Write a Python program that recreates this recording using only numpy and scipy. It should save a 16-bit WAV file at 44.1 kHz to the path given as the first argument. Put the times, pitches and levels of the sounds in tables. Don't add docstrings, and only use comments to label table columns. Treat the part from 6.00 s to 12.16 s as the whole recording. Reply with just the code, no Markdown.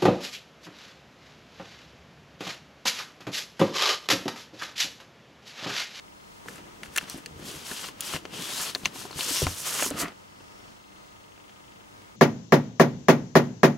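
import sys
import numpy as np
from scipy import signal
from scipy.fft import rfft, irfft, next_fast_len
from scipy.io import wavfile

SR = 44100
rng = np.random.default_rng(int(sys.argv[2]) if len(sys.argv) > 2 else 0)


def ratio(d):
    e = np.asarray(d, float) / 20
    return 10 ** e


def to_wav(s):
    ch = np.atleast_2d(s).T
    pcm = np.round(np.clip(ch, -1, 1) * 32767)
    wavfile.write(sys.argv[1], SR, pcm.astype(np.int16))


N = 271656

# fastest [t/s], run-up [s], run-out [s], rasp [level/dB], brightness [dB]
STROKES = [(.49, 0.0041, .005, -54.5, 5), (.55, 0.037, 0.046, -56.5, 0.5),
           (.855, 0.004, 0.0064, -55.5, 5.5), (.95, 0.014, .005, -58, 4.5),
           (0.991, 0.024, 0.054, -49, -2.5), (1.13, 0.018, 0.008, -47, 0.5), (1.09, .015, 0.018, -53.5, -1),
           (1.18, 0.0087, 0.0062, -54.5, 3.5), (1.44, 0.052, .02, -55.5, -1), (1.5, 0.041, 0.15, -44, 1),
           (1.72, 0.058, 0.024, -43, 2.5), (1.82, 0.058, 0.062, -41.5, -0.5),
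           (2.152, 0.12, 0.0084, -38.5, 0.5), (2.621, 0.28, 0.081, -36.5, 2.5),
           (2.78, 0.052, 0.089, -61, 8.5), (2.868, 0.01, 0.0029, -44.5, -1),
           (3.0, 0.046, 0.063, -45.5, 2.5), (3.11, 0.014, 0.059, -53, -1), (3.225, 0.032, 0.042, -34.5, 2),
           (3.372, 0.088, 0.067, -32, 3), (3.5, 0.039, 0.1, -42, 3.5), (3.601, 0.016, 0.043, -44.5, 9),
           (3.685, 0.024, 0.026, -37, 5.5), (3.81, 0.079, 0.052, -37, 7), (3.87, 0.04, 0.012, -48.5, 17.5),
           (3.95, 0.039, .02, -52, 0), (4.005, 0.0036, 0.013, -39.5, 9.5), (4.07, 0.024, 0.016, -54.5, -4)]
# middle [t/s], half length [s], rasp [level/dB], brightness [dB]
FIDGET = (2, 1.74, -68, 1)
# [f/Hz], [level/dB per Hz]
RUB_SPECTRUM = [(29, -44), (70, -15), (150, -1), (300, -2), (450, -4), (700, -10), (1020, -6), (2300, -8),
                (3000, -1), (3800, -3), (5000, -2), (8000, -4), (12300, -8), (16000, -18)]


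def unit(x):
    return x / np.sqrt(np.mean(x ** 2) + 1e-20)


def along(points, hz):
    f, v = np.transpose(points)
    return np.interp(np.log(hz + 1), np.log(f + 1), v)


def curves(rows):
    s, *cols = np.transpose(rows)
    return [np.interp(np.arange(N) / SR, s, c, left=-120, right=c[-1]) for c in cols]


def wobble(rate_hz):
    at = np.arange(N) * rate_hz / SR
    knot, part = np.floor(at), at % 1
    knots = rng.standard_normal(int(N * rate_hz / SR) + 2)
    return 1.15 * np.interp(knot + part * part * (3 - 2 * part), np.arange(len(knots)), knots)


def filtered(x, response):
    m = next_fast_len(N + SR // 2)
    return irfft(rfft(x, m) * response(np.fft.rfftfreq(m, 1 / SR)), m)[..., :N]


def band(f, low_hz, high_hz):
    steady_top_hz = 15850
    return (f < steady_top_hz) / np.sqrt((1 + (low_hz / (f + 1)) ** 8) * (1 + (f / high_hz) ** 8))


def ring(f, hz, width_hz):
    return 1j * f * width_hz / (hz * hz - f * f + 1j * f * width_hz)


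def scrape():
    # [t/s], [level/dB]
    freed = [
        (.4, 2),
        (1.1, 0.5),
        (1.5, -2),
        (2.15, -1),
        (2.5, -0.5),
        (2.9, -0.5),
        (3.4, -4),
        (3.75, 3.5),
        (4.05, 7),
    ]
    # [t/s], rumble [level/dB]
    weight = [(.43, -66), (.49, -49.5), (.68, -57), (.85, -52), (1.18, -56.5), (1.23, -54), (1.5, -47.5),
              (1.6, -54), (2.02, -58.5), (2.15, -49), (2.27, -55.5), (2.36, -40.5), (2.5, -51),
              (3.38, -50.5), (3.46, -38.5), (3.56, -56), (3.95, -41), (4.05, -35.5)]
    # [t/s], [level/dB]
    edge = [
        (3.93, -68),
        (3.96, -38),
        (4.0, -37),
        (4.03, -33),
        (4.06, -37.5),
        (4.12, -62),
    ]
    # [f/Hz], width [Hz], [level/dB]
    lip_modes = [(686, 47, 0), (1230, 120, 1.5), (1930, 260, -5.5)]
    hiss_grows, cover_grows = 1.48, 0.82

    t, shape_db = speeds()
    rows = list(STROKES) + [FIDGET]
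    top_db, bright_db = np.transpose([row[-2:] for row in rows])[:, :, None]

    def summed(db):
        return np.interp(np.arange(N) / SR, t, np.sqrt(np.sum(ratio(db) ** 2, axis=0)))

    speed = summed(top_db + shape_db)
    rasp = speed * rubbing(2400, 5500, grit_hz=2500, grit_db=2.6, catch_db=1.2)

    hiss = summed(top_db + bright_db + hiss_grows * shape_db)
    hiss = hiss * rubbing(5500, 16000, grit_hz=2500, grit_db=2.6, catch_db=1.1)

    boom = summed(-45.5 + cover_grows * (top_db + 44.5) - 0.093 * bright_db + shape_db * 0.83)
    cover = boom * ratio(curves(freed)[0] + 0.84)
    cover = cover * rubbing(530, 2480, grit_hz=596.4, grit_db=2, catch_db=1.5)

    board_db, = curves(list(weight) + [(4.2, -77), (4.3, -101)])
    board = ratio(board_db) * rubbing(40, 650, grit_hz=90, grit_db=1.5, catch_db=1.5)

    def hollow(f):
        return sum(ratio(db - along(RUB_SPECTRUM, f)) * ring(f, hz, w) for hz, w, db in lip_modes)

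    lip_db, = curves(list(edge) + [(4.2, -120)])
    drag = rubbing(480, 2500, grit_hz=300, grit_db=2.5, catch_db=-2.5)
    lip = ratio(lip_db) * unit(filtered(drag, hollow))
    return rasp + speed * gap() + hiss + cover + board + lip


def speeds():
    swell_db_per_s, sag_db_per_s = 26.5, 46
    grip_db_per_s, let_go_db_per_s = 306, 348
    top, up, out = np.transpose(STROKES)[:3, :, None]
    t = np.arange(0, N + 64, 32) / SR
    early, late = top - t, t - top
    drop = swell_db_per_s * early.clip(0) + grip_db_per_s * (early - up).clip(0)
    drop = drop + sag_db_per_s * late.clip(0) + let_go_db_per_s * (late - out).clip(0)
    fidget = grip_db_per_s * (np.abs(t - FIDGET[0]) - FIDGET[1]).clip(0)
    return t, -np.vstack([drop, fidget])


def rubbing(low_hz, high_hz, grit_hz, grit_db, catch_db):
    # [f/Hz], likeness [-1..1]
    alike = [(60, 1), (250, 1), (640, 0.6), (1400, 0.91), (3100, 0.66), (6800, 0.86), (15000, 0.75)]
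    pair = rng.standard_normal((2, N)) * ratio(grit_db * wobble(grit_hz) + catch_db * wobble(45))

    def colour(f):
        turn = np.arccos(np.clip(along(alike, f), -1, 1)) / 2
        return ratio(along(RUB_SPECTRUM, f)) * band(f, low_hz, high_hz) * [np.cos(turn), np.sin(turn)]

    mid, side = filtered(pair, colour)
    return unit(np.array([mid + side, mid - side]))


def gap():
    # [t/s], [f/Hz], over the rasp [level/dB]
    pitch = [(1.08, 5980, -6), (1.135, 6050, -4), (1.2, 3294, -17), (1.5, 3286, -11), (2.1, 2990, -10),
             (2.33, 2916, -1), (2.5, 3510, -5), (2.62, 4540, -8), (2.72, 4204, -3), (3.2, 3450, -24),
             (3.3, 4610, -15), (3.38, 5770, -2), (3.44, 5540, -5), (3.7, 6480, -13), (3.85, 6830, 3),
             (3.93, 4360, -5), (4.02, 4390, -2), (4.2, 4390, -10)]
    width_hz = 365
    hz, db = curves(pitch)
    slow = filtered(rng.standard_normal((2, N)), lambda f: 1 / (1 + (f / width_hz) ** 2))
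    turn = 2 * np.pi * np.cumsum(hz.clip(0)) / SR
    return ratio(db) * unit(slow[0] * np.cos(turn) + slow[1] * np.sin(turn))


def snaps():
    # [f/Hz], width [Hz], [level/dB]
    jacket_modes = [(1450, 140, -4.5), (1830, 97, 2), (2700, 260, -5.5), (3240, 98, -1), (4140, 540, -5),
                    (5550, 120, -5), (6330, 600, -2.5)]
    lead_s, jacket_db, sharp_db = 0.00062, -5, -23
    out = np.zeros(N + SR)
    since = np.arange(2048) - 160
    t, f = since.clip(0) / SR, np.fft.rfftfreq(2048, 1 / SR)
    lead = np.exp(since.clip(max=0) / SR / lead_s)
    jacket = sum((-1) ** k * ratio(db) * ring(f, hz, w) for k, (hz, w, db) in enumerate(jacket_modes))
    events = contacts()
    seeds = rng.standard_normal((len(events), 2048))
    for (s, db, hz, dull_db, bright_db, t60), seed in zip(events, seeds):
        decay = ratio(-60 * t / .004) + .16 * ratio(-60 * t / t60 / 2)
        burst = rfft(seed * decay * lead + 7 * (since == 0))
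        cover = ring(f, hz, 456) * ring(f, hz, 4400)
        cover = cover + ratio(jacket_db) * jacket * ring(f, 1.1 * hz, 1.33 * hz) ** 2
        cover = cover + ratio(sharp_db) * ring(f, hz, 3 * hz)
        responses = cover * ring(f, 1940, 14000) ** 2, ring(f, 580, 1160) ** 3, ring(f, 8600, 6500) ** 3
        parts = [irfft(burst * p) for p in responses]
        body, dull, bright = [p / np.abs(p).max() for p in parts]
        snap = body + ratio(dull_db) * dull + ratio(bright_db) * bright
        out[round(s * SR) - 142:][:2048] += ratio(db) * snap
    return out[:N]


def contacts():
    # [t/s], peak [level/dB], ring [f/Hz]
    cracks = [(.4595, -39, 900), (.4842, -25.5, 1680), (.86, -34, 1970), (1.0111, -28, 1670),
              (1.2381, -41, 1160), (2.1026, -31, 3150), (2.832, -42, 960), (2.8505, -21, 3600),
              (2.856, -9.5, 2600), (2.8563, -18, 6200), (2.8605, -26, 2100), (3.0214, -29.5, 4270)]
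    # [t/s], peak [level/dB], ring [f/Hz]
    further_rings = [(.4845, -33, 2950), (.4848, -38, 8000), (.8335, -30, 3860), (.8338, -36, 9000),
                     (.9638, -25, 5300), (.9725, -30, 2800), (.9755, -21, 6330), (.9828, -23, 5600),
                     (1.0985, -30, 4500), (1.176, -36, 8250), (1.18, -38, 11000), (1.2601, -30, 1790),
                     (1.2603, -29, 4250), (1.2606, -30, 6000), (2.7497, -23, 1890), (2.7499, -22, 900),
                     (2.7501, -24, 6000), (2.8568, -17, 990), (2.8566, -17, 4200), (3.112, -31, 4300),
                     (3.129, -33, 4300), (3.2083, -22, 4400), (3.727, -25, 4300), (6.02, -52, 9000)]
    # [t/s], peak [level/dB], ring [f/Hz], bright part [level/dB]
    paper_ticks = [(0.558, -38, 1750, 2), (0.9607, -20.5, 1830, 1), (.9636, -17.5, 1510, 2),
                   (0.976, -15.5, 1730, 6), (0.9814, -16, 1830, -3), (0.9824, -11, 2700, -6),
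                   (3.208, -15.5, 3000, -9), (1.098, -27.5, 5800, 8), (1.2603, -26.5, 2800, -3),
                   (1.8868, -29.5, 1140, -8), (2.0072, -24, 3330, 10), (2.422, -25.5, 3300, 1),
                   (3.8322, -26.5, 6900, 12), (3.904, -34, 1900, 16)]
    # [t/s], peak [level/dB], ring [f/Hz], dull part [level/dB]
    page_knocks = [(.5816, -38, 1610, 4.5), (.6744, -47, 1580, 2), (.833, -22, 2000, -12),
                   (1.0394, -35, 1810, -13), (1.1812, -38, 1760, 0.5), (1.186, -38, 1780, -10),
                   (1.7142, -23, 1550, -6.5), (2.1288, -25, 1720, -14), (2.137, -25.5, 2600, 3),
                   (2.1435, -25, 1900, -12), (2.155, -28, 2300, -12), (2.1625, -23, 2660, -6),
                   (2.1627, -25, 1500, -10), (2.2528, -27, 980, -3), (2.2535, -30, 2750, -20),
                   (2.3371, -36, 1500, -1), (2.7495, -12, 3520, -16), (2.758, -24, 980, -6),
                   (2.9592, -33, 900, 0), (3.015, -33, 950, -3), (3.053, -33, 900, 0),
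                   (3.1087, -34.5, 950, 2), (3.1283, -33, 1020, -11), (3.191, -26, 800, 0),
                   (3.468, -17, 900, -3), (3.4685, -24, 1500, -20), (3.8243, -17, 900, -6),
                   (3.8245, -18, 1700, -20), (3.8247, -19, 2600, -20), (3.863, -22, 960, -8),
                   (3.9394, -35, 1280, -4), (3.9454, -35, 1210, 2), (4.0444, -27, 1300, -3),
                   (4.0816, -30, 2040, -2), (4.083, -36, 4800, -20), (3.9745, -32, 3500, -10),
                   (3.9115, -32, 2500, -10), (4.1194, -39, 1210, -5), (4.4064, -42, 1900, 2),
                   (4.41, -45, 1000, 0), (4.605, -47, 2000, -3), (5.3772, -45, 1260, -2),
                   (5.378, -46, 2600, -20), (5.4944, -40, 1900, -6), (5.497, -44, 3000, -20),
                   (5.81, -48, 900, 0), (6.018, -43, 2200, -6)]

    def dry_snaps(rows):
        return [(s, db, hz, -30, -50, .011) for s, db, hz in rows]

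    ticks = [(s, db, hz, -23, bright_db, 0.02) for s, db, hz, bright_db in paper_ticks]
    knocks = [(s, db, hz, dull_db, -28, 0.025) for s, db, hz, dull_db in page_knocks]
    return sorted(dry_snaps(cracks) + ticks + knocks) + dry_snaps(further_rings)


def bumps():
    # [t/s], peak [level/dB], main [f/Hz], ringing [cycles]
    hits = [(0.457, -40, 450, 15), (.602, -38, 330, 6), (.88, -45, 70, 4), (0.823, -39, 206, 8.3),
            (1.029, -34, 211, 6.7), (1.144, -27.5, 233, 5.5), (1.157, -31, 335, 6.3), (1.179, -31, 300, 5),
            (1.31, -34, 190, 2.8), (1.323, -43, 110, 5), (1.359, -37.5, 127, 6.5), (1.395, -34.5, 332, 5.6),
            (1.407, -39, 140, 5), (1.426, -31, 213, 5.5), (1.465, -33, 220, 4), (1.488, -34.5, 216, 9.8),
            (1.512, -34, 380, 8), (1.54, -31.5, 380, 6.5), (1.558, -37, 130, 4.2), (1.565, -32, 450, 5),
            (1.713, -30, 224, 11.3), (1.887, -41, 445, 12), (2.134, -32, 400, 3.1), (2.0, -38, 202, 5),
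            (2.146, -22, 190, 4.2), (2.154, -30, 226, 3.6), (2.229, -38, 300, 4.5), (2.2522, -25, 420, 3),
            (2.6, -39, 170, 5.5), (2.835, -31.5, 181, 3.9), (2.863, -26.5, 208, 5.5), (2.952, -39, 280, 9),
            (3.051, -30.5, 395, 10.2), (3.159, -32.5, 143, 6.5), (3.284, -26, 450, 8.4),
            (3.309, -28, 274, 5.7), (3.419, -12, 493, 6.5), (3.423, -22.5, 280, 5.4),
            (3.428, -17.5, 128, 6.9), (3.466, -24.5, 99, 6.8), (3.502, -41, 93, 17),
            (3.8235, -15.5, 550, 8.1), (3.862, -32.5, 235, 8.6), (3.912, -23.5, 272, 9.3),
            (3.9092, -18.5, 514, 8.7), (3.943, -32, 170, 8), (3.953, -29.5, 200, 8),
            (4.0325, -19.5, 280, 4), (4.402, -44, 300, 4), (5.493, -50, 400, 3)]
    # multiple of the main [1], [level/dB]
    board_modes = [(1.002, 3), (1.7, -3.5), (2.6, -2.5)]
    out, t = np.zeros(N + SR), np.arange(SR // 4) / SR
    lucks = rng.standard_normal((len(hits), len(board_modes)))
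    for (s, db, hz, cycles), luck in zip(hits, lucks):
        modes = 0
        for (k, level_db), z in zip(board_modes, luck):
            decay = ratio(level_db + z - 60 * t * hz * k / cycles)
            modes = modes + decay * np.sin(2 * np.pi * hz * k * t)
        out[round(s * SR):][:len(t)] += ratio(db + 2.0) * modes * (1 - np.exp(-t / 0.0016))
    return filtered(out[:N], lambda f: ring(f, 310, 4200))


def room(x):
    # [f/Hz], t60 [s]
    walls = [(200, 0.098), (2000, 0.012), (10000, 0.017)]
    hz, t, z = signal.stft(rng.standard_normal((2, SR // 3)), SR, nperseg=256)
    z[1] *= (hz / (hz + 900))[:, None]
    mid, side = signal.istft(z * ratio(-60 * t / along(walls, hz)[:, None]), SR, nperseg=256)[1]
    tail = np.array([mid + side, mid - side]) / np.linalg.norm(mid)
    return signal.fftconvolve(np.pad(x, (120, 0))[None], tail, axes=1)[:, :N]


def motor():
    # [f/Hz], width [Hz], [level/dB]
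    case_modes = [(2050, 150, -5), (2800, 220, 1), (3250, 250, -2), (3620, 150, -6)]
    # [t/s], [level/dB]
    tick_level = [
        (0, -67),
        (4.5, -67),
        (4.8, -65.5),
        (5.2, -66.5),
        (5.6, -64.5),
        (5.82, -64.5),
        (5.88, -71),
        (6.16, -71),
    ]
    # middle [t/s], half length [s], [f/Hz], rms [level/dB]
    whine_lines = [(0.153, 0.26, 4200, -73), (.15, .2, 5100, -73), (.3, .15, 4500, -80),
                   (.25, 0.22, 10200, -77), (1.2, .5, 4500, -80), (2.2, .5, 4200, -80),
                   (4.45, 0.33, 4500, -71), (4.55, .12, 5420, -74), (4.4, .2, 5200, -74),
                   (4.95, .25, 3900, -76), (5.9, .12, 900, -72), (6.05, .12, 960, -73),
                   (4.5, 0.56, 5100, -74), (4.64, 0.14, 5530, -71), (4.5, .25, 5300, -72),
                   (4.95, 0.33, 4200, -70), (4.9, .3, 4800, -75), (4.8, .1, 3900, -82),
                   (4.8, .5, 6380, -76), (5.9, .3, 5100, -76), (6.05, .1, 2200, -72)]
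    step_hz, burst_hz = 300, 25
    t = np.arange(N) / SR
    since = (t + .003) * burst_hz % 1 / burst_hz
    beat = np.diff(np.floor(np.arange(N + 1) / SR * step_hz))
    steps = beat * (1 + .2 * rng.standard_normal(N)) * ratio(-60 * since / .09)

    def case(f):
        return sum((-1) ** k * ratio(db) * ring(f, hz, w) for k, (hz, w, db) in enumerate(case_modes))

    ticks = unit(filtered(steps, case))
    buzz = ratio(-74) * unit(filtered(beat, lambda f: ring(f, 7000, 9000) * band(f, 3800, 16000)))
    drift, flutter_db = .8 * wobble(30), .8 * wobble(18)
    whine = 0
    for s, half_s, hz, db in whine_lines:
        fade_db = 6 * np.minimum((t - s) / half_s, 3) ** 4
        whine = whine + ratio(db + 2 - fade_db) * np.sin(2 * np.pi * hz * t + drift * hz / 4000)
    left_right = [[1.8], [.2]]
    return ratio(curves(tick_level)[0]) * ticks * left_right + buzz + ratio(flutter_db) * whine


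def hum():
    # [f/Hz], rms [level/dB]
    hum_lines = [(98, -73), (200, -72), (300, -71.5), (600, -79.5), (900, -86), (15622, -81)]
    t = np.arange(N) / SR
    return sum(ratio(db + 6.5 + 2 * wobble(8.1)) * np.sin(2 * np.pi * hz * t + 1.37 * wobble(9))
               for hz, db in hum_lines)


def hush():
    # [t/s], [level/dB]
    air = [
        (0, -57),
        (.5, -56),
        (4.2, -56),
        (4.6, -55),
        (4.7, -55.5),
        (4.85, -57.5),
        (6.16, -56.5),
    ]
    # [f/Hz], [level/dB per Hz]
    mid_spectrum = [(13, -35), (22, -11), (40, -3), (60, -1), (85, -4), (150, -2), (260, -5), (550, -8),
                    (780, -10), (1500, -14), (3000, -16), (4500, -17.5), (6500, -16), (15800, -32)]
    # [f/Hz], [level/dB per Hz]
    side_spectrum = [(13, -42), (22, -20), (189, -7), (420, -6), (602, -7.5), (1170, -6.5), (1760, -13),
                     (2670, -15.5), (3710, -19), (6620, -23.5), (16000, -40.5)]
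    # [f/Hz], width [Hz], gain [1]
    hollows = [(350, 31, 0.19), (930, 130, 1.1), (1250, 70, 1.8), (2050, 110, 0.5)]
    preamp_db = -6.5
    air_db, = curves(air)
    pair = rng.standard_normal((2, N)) * ratio(.7 * wobble(6))

    def colour(f):
        hollow = 1 + sum(gain * np.abs(ring(f, hz, w)) ** 2 for hz, w, gain in hollows)
        return np.array([ratio(along(mid_spectrum, f)) * hollow, ratio(along(side_spectrum, f))])

    low = filtered(pair, lambda f: colour(f) * band(f, 15, 2430))
    high = filtered(pair, lambda f: colour(f) * band(f, 3300, 20000))
    mid, side = ratio(air_db) * low / low[0].std() + ratio(air_db + preamp_db) * high / high[0].std()
    return np.array([mid + 1.74 * side, mid - 1.81 * side])


def scene():
    # [f/Hz], left-right [dB]
    lean = [(60, .3), (200, .6), (700, 2), (1300, 2.5), (2400, 4), (4400, 2.5), (8000, -.3), (15000, -.5)]
    # [t/s], left-right [dB]
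    sideways = [
        (.4, -0.5),
        (2.9, 1),
        (3.3, 1),
        (3.6, -0.8),
        (4.2, -2),
    ]
    hits, rub = snaps() + bumps(), scrape()
    answer = room(ratio(-10.0) * hits + ratio(-33.0) * rub.mean(0))
    book = filtered(rub + hits + answer, lambda f: ratio([along(lean, f) / 2, -along(lean, f) / 2]))
    s, across_db = np.transpose(sideways)
    book = book * ratio(np.interp(np.arange(N) / SR, s, across_db) * [[.5], [-.5]])
    return book + hush() * ratio([[.7], [-.7]]) + motor() + hum()


def low_pass(x):
    return signal.sosfilt(signal.butter(12, 16810, fs=SR, output="sos"), x)


def record(dry):
    top_hz = 16600
    return low_pass(filtered(dry, lambda f: f < top_hz))


dry = scene()
out = record(dry)
to_wav(out)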